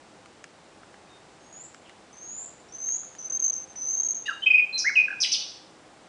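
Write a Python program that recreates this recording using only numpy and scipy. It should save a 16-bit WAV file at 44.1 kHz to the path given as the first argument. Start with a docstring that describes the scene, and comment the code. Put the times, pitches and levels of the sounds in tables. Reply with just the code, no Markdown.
"""Among trees at night, a nightingale sings one strophe: thin whistles that swell and flatten, then a
loud burst of fluted notes and sharp downward chips. Its syrinx is an oscillator of gliding pitch,
and trunks and leaves scatter every note into reverberation. Brief recorder dropouts cut the
whistles and their echoes together. Under the song lie a faint far rumble and hiss, two distant
calls and a few small ticks close by."""
import sys
import numpy as np
from scipy import signal
from scipy.fft import rfft, irfft
from scipy.io import wavfile
from scipy.ndimage import uniform_filter1d

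SR = 44100
rng = np.random.default_rng(int(sys.argv[2]) if len(sys.argv) > 2 else 0)


def generate_wav(sig):
    """Save sig (samples, or channels by samples) to the path in sys.argv[1] as 16-bit PCM at SR."""
    pcm = np.round(np.clip(np.atleast_2d(sig).T, -1, 1) * 32767).astype(np.int16)
    wavfile.write(sys.argv[1], SR, pcm)


N = 268260

# Levels in the tables are relative: each source applies its own gain.
# spectrum of the night air: (frequency [Hz], spectral level [dB])
AIR_SPECTRUM = [(15, -54), (25, -20), (85, -8.5), (118, -7.5), (195, -3.5), (257, -4.5), (307, -3),
                (394, -3.5), (519, -6), (651, -4), (3000, -16.5), (3760, -17.5), (6370, -20.5),
                (7780, -22.5), (10000, -27), (13000, -61.5), (22000, -120)]
# narrow bands that stand out of it: (centre [Hz], width [Hz], lift [dB])
DRONES = [(317, 14, 4), (516, 18, 5.5), (805, 50, 3), (7580, 110, 4.5)]
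# reverberation of the trees: (frequency [Hz], time to decay by 60 dB [s])
GROVE_DECAY = [(1400, .42), (2500, 0.6), (4000, 0.65), (6000, 0.55), (9000, 0.5)]
# small snaps: (time [s], peak level [dB], treble tilt [dB/octave])
TICKS = [(0.2583, -37, 0.5), (0.4404, -28, 0), (0.832, -40.5, -9), (0.9414, -40.5, -4), (1.7447, -35, 1),
         (1.894, -39, 0), (2.8868, -35, 1.5), (3.032, -39, -1), (3.15, -36, 5), (3.316, -41, -8),
         (3.7548, -39, 0)]
# their spectrum: (frequency [Hz], level [dB])
TICK_SPECTRUM = [(300, -28), (950, -14), (1350, 1.5), (2700, -5), (4000, -16), (6500, -14), (10000, -26)]
# fluted notes: (time [s], length [s], start pitch [Hz], end pitch [Hz], glide time constant [s],
# loudest point [share of length], level [dB])
FLUTED_NOTES = [(4.258, .022, 1950, 1870, .03, .5, -41), (4.278, .025, 1880, 1490, .05, .55, -22.5),
                (4.301, .023, 1440, 1290, .03, .6, -31), (4.42, .035, 3050, 3090, .009, .55, -26),
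                (4.457, .032, 3100, 3100, .009, .6, -24), (4.459, .03, 2470, 2560, .03, .5, -13),
                (4.501, .026, 2420, 2530, .015, .5, -11), (4.534, .041, 2420, 2550, .03, .5, -12),
                (4.57, .043, 2520, 2465, .009, .55, -12), (4.726, .06, 4140, 4095, .04, .72, -24.5),
                (4.843, .056, 1420, 2230, .02, .6, -19), (4.891, .015, 1950, 1350, .03, .45, -24.5),
                (4.954, .076, 2920, 2478, .009, .42, -12), (5.079, .012, 1780, 1460, .02, .5, -28),
                (5.101, .012, 1780, 1460, .02, .5, -29), (5.123, .012, 1780, 1460, .02, .5, -28)]
# distant peeps, one distant rasp and the nasal squeak: columns as for the fluted notes
FAR_PEEPS = [(1.07, .025, 2530, 2520, .02, .5, -58), (1.082, .1, 3720, 3690, .02, .5, -57.5)]
FAR_RASP = (1.843, .072, 3000, 2850, .04, .4, -54)
SQUEAK = (4.255, .027, 900, 960, .009, .5, -35)
# harmonics of the squeak: (harmonic number, level [dB])
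SQUEAK_HARMONICS = [(3, -0.5), (4, -8.5), (5, -17.5), (6, -22.5), (7, -22), (8, -29), (10, -30)]
# faint rasps among the whistles: (time [s], level [dB])
SCRAPES = [(2.682, -58), (3.183, -54), (3.525, -49), (3.76, -51)]
# thin whistles: (time [s], length [s], start pitch [Hz], top pitch [Hz], climb [share of length],
# bend [exponent], level [dB], swell [dB], final flutter [share of pitch])
WHISTLES = [(1.40, .125, 6400, 6680, .98, 1.0, -57.5, 9, .006),
            (1.526, .141, 6700, 7540, .8, 2.0, -44.5, 2, .026),
            (2.128, .342, 6170, 7400, .92, 1.4, -37.5, 12, .026),
            (2.722, .26, 6150, 6820, .95, 2.4, -27, 13, .028),
            (3.183, .36, 6120, 6370, .56, 1.8, -23, 15, .012),
            (3.757, .381, 6060, 6440, .68, 1.4, -23, 12, .016)]
# recorder dropouts that cut the whistles and their echoes: (time [s], length [s])
DROPOUTS = [(2.78, .008), (2.977, .007), (3.291, .017), (3.317, .01), (3.387, .02), (3.414, .008),
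            (3.515, .015), (3.664, .022), (3.747, .011), (4.028, .008), (4.081, .009), (4.141, .011)]
# sharp chips: (time [s], length [s], top pitch [Hz], end pitch [Hz], level [dB], change in the dive [dB])
CHIPS = [(4.777, .039, 5850, 5100, -22, 0), (5.201, .055, 5650, 2650, -18, -2),
         (5.314, .046, 5480, 2900, -18.3, -5.5)]


def gain_of(db):
    """Amplitude ratio: a factor of ten for every 20 dB."""
    return 10 ** (np.asarray(db) / 20)


def unit_rms(x):
    """Normalisation to unit mean power."""
    return x / np.sqrt(np.mean(x ** 2) + 1e-20)


def curve_at(points, hz):
    """Interpolation on a logarithmic frequency axis."""
    f, value = np.transpose(points)
    return np.interp(np.log(hz + 1), np.log(f + 1), value)


def wander(rate_hz):
    """Random modulation: low-pass Gaussian noise of rms 1."""
    hz = np.fft.rfftfreq(N, 1 / SR)
    return unit_rms(irfft(rfft(rng.standard_normal(N)) * np.exp(-(hz / rate_hz) ** 2), N))


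def band(x, lo_hz, hi_hz, order):
    """Causal band-pass filtering."""
    return signal.sosfilt(signal.butter(order, [lo_hz, hi_hz], "band", fs=SR, output="sos"), x)


def night_air(level_db=-53, swell_db=.18):
    """Spectrally shaped noise: a steady far rumble and hiss with a few narrow drones."""
    hz = np.fft.rfftfreq(N, 1 / SR)
    drones_db = sum(lift * np.exp(-((hz - f) / width) ** 2) for f, width, lift in DRONES)
    spectrum = rfft(rng.standard_normal(N)) * gain_of(curve_at(AIR_SPECTRUM, hz) + drones_db)
    return gain_of(level_db + swell_db * wander(2.1)) * unit_rms(irfft(spectrum, N))


def ticks(snap_s=.0017, rustle_s=.012, rustle_db=-22):
    """Broadband transients with exponential decay: each a dry snap and a brief rustle."""
    out, t, hz = np.zeros(N), np.arange(2048) / SR, np.fft.rfftfreq(2048, 1 / SR)
    envelope = np.exp(-t / snap_s) + gain_of(rustle_db) * np.exp(-t / rustle_s)
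    treble_octaves = np.clip(np.log2((hz + 1) / 1500), 0, 2)
    for start, db, tilt in TICKS:
        snap = np.roll(rng.standard_normal(len(t)) * envelope, SR // 1000)
        snap = irfft(rfft(snap) * gain_of(curve_at(TICK_SPECTRUM, hz) + tilt * treble_octaves))
        at = round(start * SR)
        out[at:at + len(snap)] += gain_of(db) * snap / abs(snap).max()
    return out


def grove(x, tail_db, near_db, near_s, gap_s):
    """Scattering: direct sound, quick echoes from near branches and, after a gap, a tail from trunks."""
    t = np.arange(SR) / SR
    far_echoes = rng.standard_normal(SR) * (rng.random(SR) < 3000 / SR) * (t > gap_s)
    hz, frame_s, spectra = signal.stft(far_echoes, SR, nperseg=256)
    decay = gain_of(-60 * frame_s / curve_at(GROVE_DECAY, hz)[:, None])
    tail = signal.istft(spectra * decay, SR, nperseg=256)[1][:SR]
    near_echoes = rng.choice([-1., 1.], SR) * (rng.random(SR) < 600 / SR) * (t > .002)
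    near = near_echoes * np.exp(-t / near_s)
    response = gain_of(tail_db) * tail / np.linalg.norm(tail)
    response += gain_of(near_db) * near / np.linalg.norm(near)
    return x + signal.fftconvolve(x, response)[:N]


def syrinx(contours, harmonics, jitter, jitter_hz, shimmer_db, edge_s):
    """Harmonic oscillation along each contour, randomly modulated in pitch (jitter) and level (shimmer)."""
    out = np.zeros(N)
    tremble, shimmer = jitter * wander(jitter_hz), shimmer_db * wander(jitter_hz)
    for times, hz, db in contours:
        at = np.arange(round(times[0] * SR), round(times[-1] * SR))
        t = at / SR
        phase = 2 * np.pi * np.cumsum(np.interp(t, times, hz) * (1 + tremble[at])) / SR
        to_edge_s = np.minimum(t - times[0], times[-1] - t)
        gate = np.sin(np.pi / 2 * np.clip(to_edge_s / edge_s, 0, 1)) ** 2
        tone = sum(gain_of(harmonic_db) * np.sin(k * phase) for k, harmonic_db in harmonics)
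        out[at] += np.sqrt(2) * gate * gain_of(np.interp(t, times, db) + shimmer[at]) * tone
    return out


def note_contour(start, length, start_hz, end_hz, glide_s, loudest, db, ends_db=-11):
    """Exponential relaxation of pitch under one arch of level; gives times, pitch and level."""
    u = np.linspace(0, 1, 64)
    glide = 1 - np.exp(-u * length / glide_s)
    hz = start_hz + (end_hz - start_hz) * glide / glide[-1]
    arch = np.sin(np.pi * np.interp(u, [0, loudest, 1], [0, .5, 1]))
    return start + length * u, hz, db + ends_db * (1 - arch)


def far_calls():
    """Depth of frequency modulation sets two distant calls apart: shallow in a peep, deep in a rasp."""
    peeps = [note_contour(*row) for row in FAR_PEEPS]
    peep = syrinx(peeps, [(1, 0)], jitter=.008, jitter_hz=200, shimmer_db=2.2, edge_s=.01)
    rasp = syrinx([note_contour(*FAR_RASP)], [(1, 0)],
                  jitter=.096, jitter_hz=600, shimmer_db=3, edge_s=.0076)
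    return gain_of(-5) * grove(peep + rasp, tail_db=-5, near_db=-4, near_s=.02, gap_s=.01)


def scrapes(length_s=.025, hz=5680):
    """Rapid jitter roughens short tones just under the pitch of the whistles."""
    notes = [note_contour(start, length_s, hz, hz, length_s, .5, db) for start, db in SCRAPES]
    voice = syrinx(notes, [(1, 0)], jitter=.02, jitter_hz=400, shimmer_db=2.2, edge_s=.003)
    return grove(voice, tail_db=-3, near_db=-3, near_s=.05, gap_s=.015)


def whistle_contour(start, length, start_hz, top_hz, climb, bend, db, swell_db):
    """Power-law glide and envelope: a whistle climbs and swells, then sags and fades."""
    loudest, fade_db, sag_hz_per_s = .71, -6, 900
    u = np.linspace(0, 1, 64)
    rise_hz = (top_hz - start_hz) * np.minimum(u / climb, 1) ** bend
    sag_hz = sag_hz_per_s * length * np.maximum(u - climb, 0)
    before, after = np.maximum(1 - u / loudest, 0), np.maximum(u - loudest, 0) / (1 - loudest)
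    level_db = db - swell_db * before ** 1.5 + fade_db * after ** 2
    return start + length * u, start_hz + rise_hz - sag_hz, level_db


def fraying(clean=.0055):
    """Depth of frequency modulation, as a share of pitch: it grows through each whistle."""
    t, flutter = np.arange(N) / SR, np.full(N, clean)
    for start, length, *_, frayed in WHISTLES:
        u = np.clip((t - start) / length, 0, 1)
        flutter += (frayed - clean) * u ** 2.8 * (u < 1)
    return flutter


def dropouts(depth=.97, random_per_s=6, mean_random_s=.005):
    """Amplitude gating: the recorder's gain drops out briefly, at the listed times and at random."""
    t, gain = np.arange(N) / SR, np.ones(N)
    random_dropouts = [((k + place) / random_per_s, mean_random_s * (.5 + size))
                       for k, (place, size) in enumerate(rng.random(size=(80, 2)))]
    for centre, length in DROPOUTS + random_dropouts:
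        near = slice(*np.searchsorted(t, [centre - length, centre + length]))
        gain[near] *= 1 - depth * np.exp(-(2 * (t[near] - centre) / length) ** 6)
    return gain


def whistles():
    """Resonance and interference: thin tones pass a tightly tuned throat and beat against their echoes."""
    notes = [whistle_contour(*row[:-1]) for row in WHISTLES]
    voice = syrinx(notes, [(1, 0)], jitter=fraying(), jitter_hz=340, shimmer_db=1.9, edge_s=.0017)
    voice = band(voice, 5800, 8400, order=6) + gain_of(-23.5) * voice
    return gain_of(-3) * grove(voice, tail_db=-6, near_db=-5, near_s=.053, gap_s=.015) * dropouts()


def chip_contour(start, length, top_hz, end_hz, db, dive_db):
    """A frequency sweep under one arch of level: a small upward hook, then a steep dive."""
    hook_hz, ends_db, dive_from, dive_to = 400, -8, .29, .93
    u = np.linspace(0, 1, 64)
    hook = np.maximum(1 - u / dive_from, 0) ** 2
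    dive = np.sin(np.pi / 2 * np.clip((u - dive_from) / (dive_to - dive_from), 0, 1)) ** 2
    arch = np.sin(np.pi * u ** 1.05)
    hz = top_hz - hook_hz * hook + (end_hz - top_hz) * dive
    return start + length * u, hz, db + ends_db * (1 - arch) + dive_db * dive


def roughen(x, width_hz, noise_share):
    """Chaotic vibration spreads a tone into sidebands that follow its pitch."""
    low_pass = 1 / (1 + (2 * np.fft.fftfreq(N, 1 / SR) / width_hz) ** 8)
    chaos = np.fft.ifft((rng.standard_normal(N) + 1j * rng.standard_normal(N)) * low_pass)
    sidebands = (signal.hilbert(x) * chaos / chaos.std()).real
    return np.sqrt(1 - noise_share) * x + np.sqrt(noise_share) * sidebands


def chips():
    """Noise modulation makes harsh plunges: a diving, rasping band, with hiss that follows its envelope."""
    notes = [chip_contour(*row) for row in CHIPS]
    voice = syrinx(notes, [(1, -1), (2, -34)], jitter=.022, jitter_hz=600, shimmer_db=1.5, edge_s=.0025)
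    voice = roughen(voice, width_hz=1500, noise_share=.8)
    envelope = np.sqrt(abs(uniform_filter1d(voice ** 2, size=200)))
    hiss = gain_of(-23) * envelope * unit_rms(band(rng.standard_normal(N), 2600, 12000, order=2))
    return gain_of(-3) * grove(voice + hiss, tail_db=-4.5, near_db=-3.5, near_s=.024, gap_s=.021)


def fluted_burst():
    """Harmonic balance sets timbre: an overtone-rich nasal squeak opens a run of round, near-pure notes."""
    flutes = syrinx([note_contour(*row) for row in FLUTED_NOTES], [(1, -2.5), (2, -43), (3, -56)],
                    jitter=.01, jitter_hz=305, shimmer_db=2, edge_s=.003)
    squeak = syrinx([note_contour(*SQUEAK)], SQUEAK_HARMONICS,
                    jitter=.012, jitter_hz=400, shimmer_db=2, edge_s=.003)
    flutes = grove(flutes, tail_db=-12, near_db=-6, near_s=.028, gap_s=.034)
    return flutes + gain_of(2) * grove(squeak, tail_db=-3, near_db=-2.5, near_s=.031, gap_s=.015)


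def scene():
    """Superposition of the song and the quiet night, in one channel."""
    return (night_air() + whistles() + fluted_burst() + chips() + far_calls() + ticks() + scrapes())[None]


def record(dry):
    """Band limiting: a steep linear-phase low-pass removes the highest treble."""
    low_pass = signal.firwin(701, cutoff=10110, window=("kaiser", 9), fs=SR)
    return signal.oaconvolve(dry, low_pass[None], "same")


dry = scene()
out = record(dry)
generate_wav(out)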